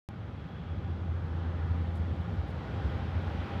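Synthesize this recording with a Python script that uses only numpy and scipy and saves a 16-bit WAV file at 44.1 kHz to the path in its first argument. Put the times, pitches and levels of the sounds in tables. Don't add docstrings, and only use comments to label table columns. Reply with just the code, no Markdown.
import sys
import numpy as np
from scipy import signal
from scipy.fft import rfft, irfft
from scipy.io import wavfile
from scipy.ndimage import uniform_filter1d

SR = 44100
rng = np.random.default_rng(int(sys.argv[2]) if len(sys.argv) > 2 else 0)


def master_out(mix):
    frames = np.transpose(np.atleast_2d(mix))
    ceiling = np.clip(frames, -1, 1)
    pcm = np.round(ceiling * 32767).astype(np.int16)
    wavfile.write(sys.argv[1], SR, pcm)


def invert_db(x):
    u = np.asarray(x, float) / 20
    return 10 ** u


N = 158760
T = np.arange(N) / SR
F = np.arange(N // 2 + 1) * SR / N + 1e-3

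# time in seconds, recorder gain in dB, turn towards the vents in dB,
# tyre whir at the side glass in dB.
PHONE_MOVES = [(.1, -54, 0, 1), (.6, -53, 1.5, 1), (.95, -51.5, -0.5, 0), (1.2, -50, -1.5, 1),
               (1.6, -49.5, -0.5, 2), (1.9, -48.5, -1.5, -1.5), (2.2, -48.5, -2, 0.5), (2.5, -49, -1, 0.5),
               (2.75, -47.5, 0, -1), (3.0, -46.5, 1.5, -1), (3.3, -45, 0.5, 0), (3.6, -44.5, 2.5, -1)]
# time in seconds, level in dB.
ROAD_ROUGHNESS = [(.1, -1), (.5, -0.5), (.75, 2), (1.2, -1), (1.8, -0.5), (2.2, 0), (2.6, -1.5), (3.0, 0.5),
                  (3.3, -1), (3.6, -2)]
# frequency in Hz, level in dB per Hz.
RUMBLE_COLOUR = [(25, -37.5), (45, -18), (65, -3), (90, -1), (125, -5.5), (175, -8), (260, -16),
                 (420, -29.5)]
# frequency in Hz, level in dB per Hz.
ROAR_COLOUR = [(250, -3.5), (460, -4), (900, -9.5), (1450, -12), (3400, -24), (4000, -27.5), (5500, -36.5),
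               (8500, -52)]
# frequency in Hz, level in dB per Hz.
HISS_COLOUR = [(6000, 0), (9000, -5.5), (12500, 0), (14000, -3), (14600, -8), (15500, -21.5)]
# frequency in Hz, width in Hz, lift in dB.
CABIN_RESONANCES = [(324, 13, 2), (521, 22, 2), (800, 35, 6), (1274, 100, 1.5), (1450, 26, 3.5),
                    (3260, 290, 2.5), (3770, 50, 2)]
# time in seconds, firing tone level in dB.
FIRING_LEVEL = [(.1, -55), (.55, -62), (.75, -37), (1.1, -35.5), (1.4, -34.5), (1.75, -31.5), (1.9, -38),
                (2.0, -31.5), (2.25, -32.5), (2.36, -45.5), (2.6, -41), (3.0, -44.5), (3.3, -42),
                (3.45, -38.5), (3.6, -51)]
# multiple of the firing rate, level in dB.
ENGINE_OVERTONES = [(2, -16), (3, -26.5), (4, -25)]
# start in seconds, length in seconds, level in dB.
KEY_SHIVERS = [
    (.45, 0.13, -100),
    (1.2, .25, -103),
    (1.7, .05, -92),
    (2.25, .05, -99),
    (2.66, .12, -93),
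    (2.876, .12, -95),
    (3.25, .1, -93),
]
# time in seconds, level in dB, body swing in Hz, half length in seconds.
ROAD_SEAMS = [(.70, -36, 87, 0.044), (1.711, -31.5, 84, .015), (1.986, -36, 87, .03),
              (2.327, -27.5, 80, .015), (2.393, -26, 76, 0.016), (2.437, -31, 67.6, 0.03),
              (2.803, -26, 88, .013), (2.859, -24.5, 72.6, 0.031), (3.087, -26, 87, 0.019),
              (3.171, -23.5, 85.4, 0.024), (3.271, -25.5, 81, .02), (3.351, -24.5, 87, 0.013),
              (3.397, -29, 81, 0.013), (3.548, -33, 69.6, 0.027)]
# start in seconds, level in dB, length in seconds, centre in Hz.
FINGER_BRUSHES = [
    (1.764, -86, .02, 10900),
    (1.951, -75, 0.026, 7500),
    (2.325, -86, 0.03, 12100),
    (2.472, -80, .04, 8000),
    (2.551, -84, 0.0071, 6500),
    (3.26, -86, .08, 11750),
]
# time in seconds, level in dB, pitch in Hz.
METAL_TINKLES = [
    (2.211, -75, 12700),
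    (2.235, -86, 10300),
    (3.457, -88, 14500),
]


def curve(rows, column):
    return np.interp(T, np.array(rows)[:, 0], np.array(rows)[:, column])


def level(x):
    return x / np.sqrt(np.mean(x ** 2))


def walk(rate_hz):
    hold = int(SR / rate_hz)
    draws = rng.standard_normal(N // 50)[:N // hold + 1]
    steps = np.repeat(draws, hold)
    return uniform_filter1d(uniform_filter1d(steps, hold), hold)[:N]


def band(hz, width_hz):
    bell = np.exp(-((F - hz) / width_hz) ** 2)
    return level(irfft(rfft(rng.standard_normal(N)) * bell, N))


def turbulence(colour, swell_db, flicker_db, lifts=()):
    hz_points, db_points = np.array(colour).T
    beyond_octaves = np.abs(np.log2(F / np.clip(F, hz_points[0], hz_points[-1])))
    db = np.interp(np.log(F), np.log(hz_points), db_points) - 24 * beyond_octaves
    for hz, width_hz, lift_db in CABIN_RESONANCES:
        db = db + lift_db * np.exp(-((F - hz) / width_hz) ** 2)
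    spectrum = rfft(rng.standard_normal(N)) * invert_db(db)
    spectrum = spectrum / np.sqrt(np.mean(irfft(spectrum, N) ** 2))
    swell = swell_db * walk(3)
    out = 0
    for hz in 20 * 2 ** np.arange(0, 9.8, 1 / 3):
        triangle = np.clip(1 - 3 * np.abs(np.log2(F / hz)), 0, 1)
        move_db = swell + flicker_db * walk(7.3)
        for lift_hz, lift_db in lifts:
            move_db = move_db + lift_db * np.exp(-(np.log2(hz / lift_hz) / 0.55) ** 2)
        out = out + irfft(spectrum * triangle, N) * invert_db(move_db)
    return out


def cut_in(dry):
    start_s, pop_level, fade_s = .0884, -.024, .0015
    i = int(start_s * SR)
    u = np.clip(T - start_s, 0, None) / fade_s
    pop = (pop_level - dry[:, i:i + 1]) * (1 - u / 2) * np.exp(-u / 2)
    gate = uniform_filter1d(1. * (T >= i / SR), size=2)
    return (dry + pop) * gate


def tyre_rumble():
    turn = [(220, 0.5 * curve(PHONE_MOVES, 2))]
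    return invert_db(13 + curve(ROAD_ROUGHNESS, 1)) * turbulence(RUMBLE_COLOUR, 1.2, 1.5, turn)


def air_roar():
    vent_hz, whir_hz = 2670, 1300
    lifts = [(vent_hz, curve(PHONE_MOVES, 2)), (whir_hz, curve(PHONE_MOVES, 3))]
    return invert_db(2.5) * turbulence(ROAR_COLOUR, .6, 0.87, lifts)


def microphone_hiss():
    return invert_db(-38.5) * turbulence(HISS_COLOUR, .6, .8)


def engine():
    firing_hz, wander = 83.93, .002
    phase = 2 * np.pi * np.cumsum(firing_hz * (1 + wander * walk(4))) / SR
    tone = np.sin(phase)
    for k, db in ENGINE_OVERTONES:
        tone = tone + invert_db(db + 3.0 * walk(6)) * np.sin(k * phase + k)
    return np.sqrt(2) * invert_db(curve(FIRING_LEVEL, 1)) * tone


def air_whistle():
    peak_s, span_s = 0.71, .45
    swell = np.exp(-((T - peak_s) / span_s) ** 2)
    return invert_db(-69.5) * swell * band(3350, 110)


def keys():
    gate = sum(invert_db(db) * (T > s) * (T < s + length) for s, length, db in KEY_SHIVERS)
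    return uniform_filter1d(gate, size=600) * invert_db(5.0 * walk(40)) * band(13300, 500)


def seam_thuds():
    out = 0
    for s, db, hz, half_s in ROAD_SEAMS:
        push = np.exp(-((T - s) / half_s) ** 2)
        out = out - invert_db(db) * push * np.cos(2 * np.pi * hz * (T - s))
    return out


def finger_brushes():
    attack_s, release_s = .002, .008
    out = 0
    for s, db, length, hz in FINGER_BRUSHES:
        rise = np.clip((T - s) / attack_s, 0, 1)
        fall = np.exp(-np.clip(T - s - length, 0, None) / release_s)
        out = out + invert_db(db + 3.0 * walk(150)) * rise * fall * band(hz, .75 * hz)
    return out


def metal_tinkles():
    half_s = .004
    out = 0
    for s, db, hz in METAL_TINKLES:
        out = out + invert_db(db) * np.exp(-((T - s) / half_s) ** 2) * np.sin(2 * np.pi * hz * T)
    return out


def scene():
    gain = invert_db(curve(PHONE_MOVES, 1))
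    ride = gain * (tyre_rumble() + air_roar() + microphone_hiss())
    car = engine() + air_whistle() + seam_thuds()
    handling = keys() + finger_brushes() + metal_tinkles()
    return (ride + car + handling)[None]


def low_pass(x):
    return signal.sosfilt(signal.butter(12, 16000, fs=SR, output="sos"), x)


def record(dry):
    low_cut = signal.butter(4, 40, "high", fs=SR, output="sos")
    mix = cut_in(signal.sosfilt(low_cut, dry))
    return low_pass(mix)


dry = scene()
out = record(dry)
master_out(out)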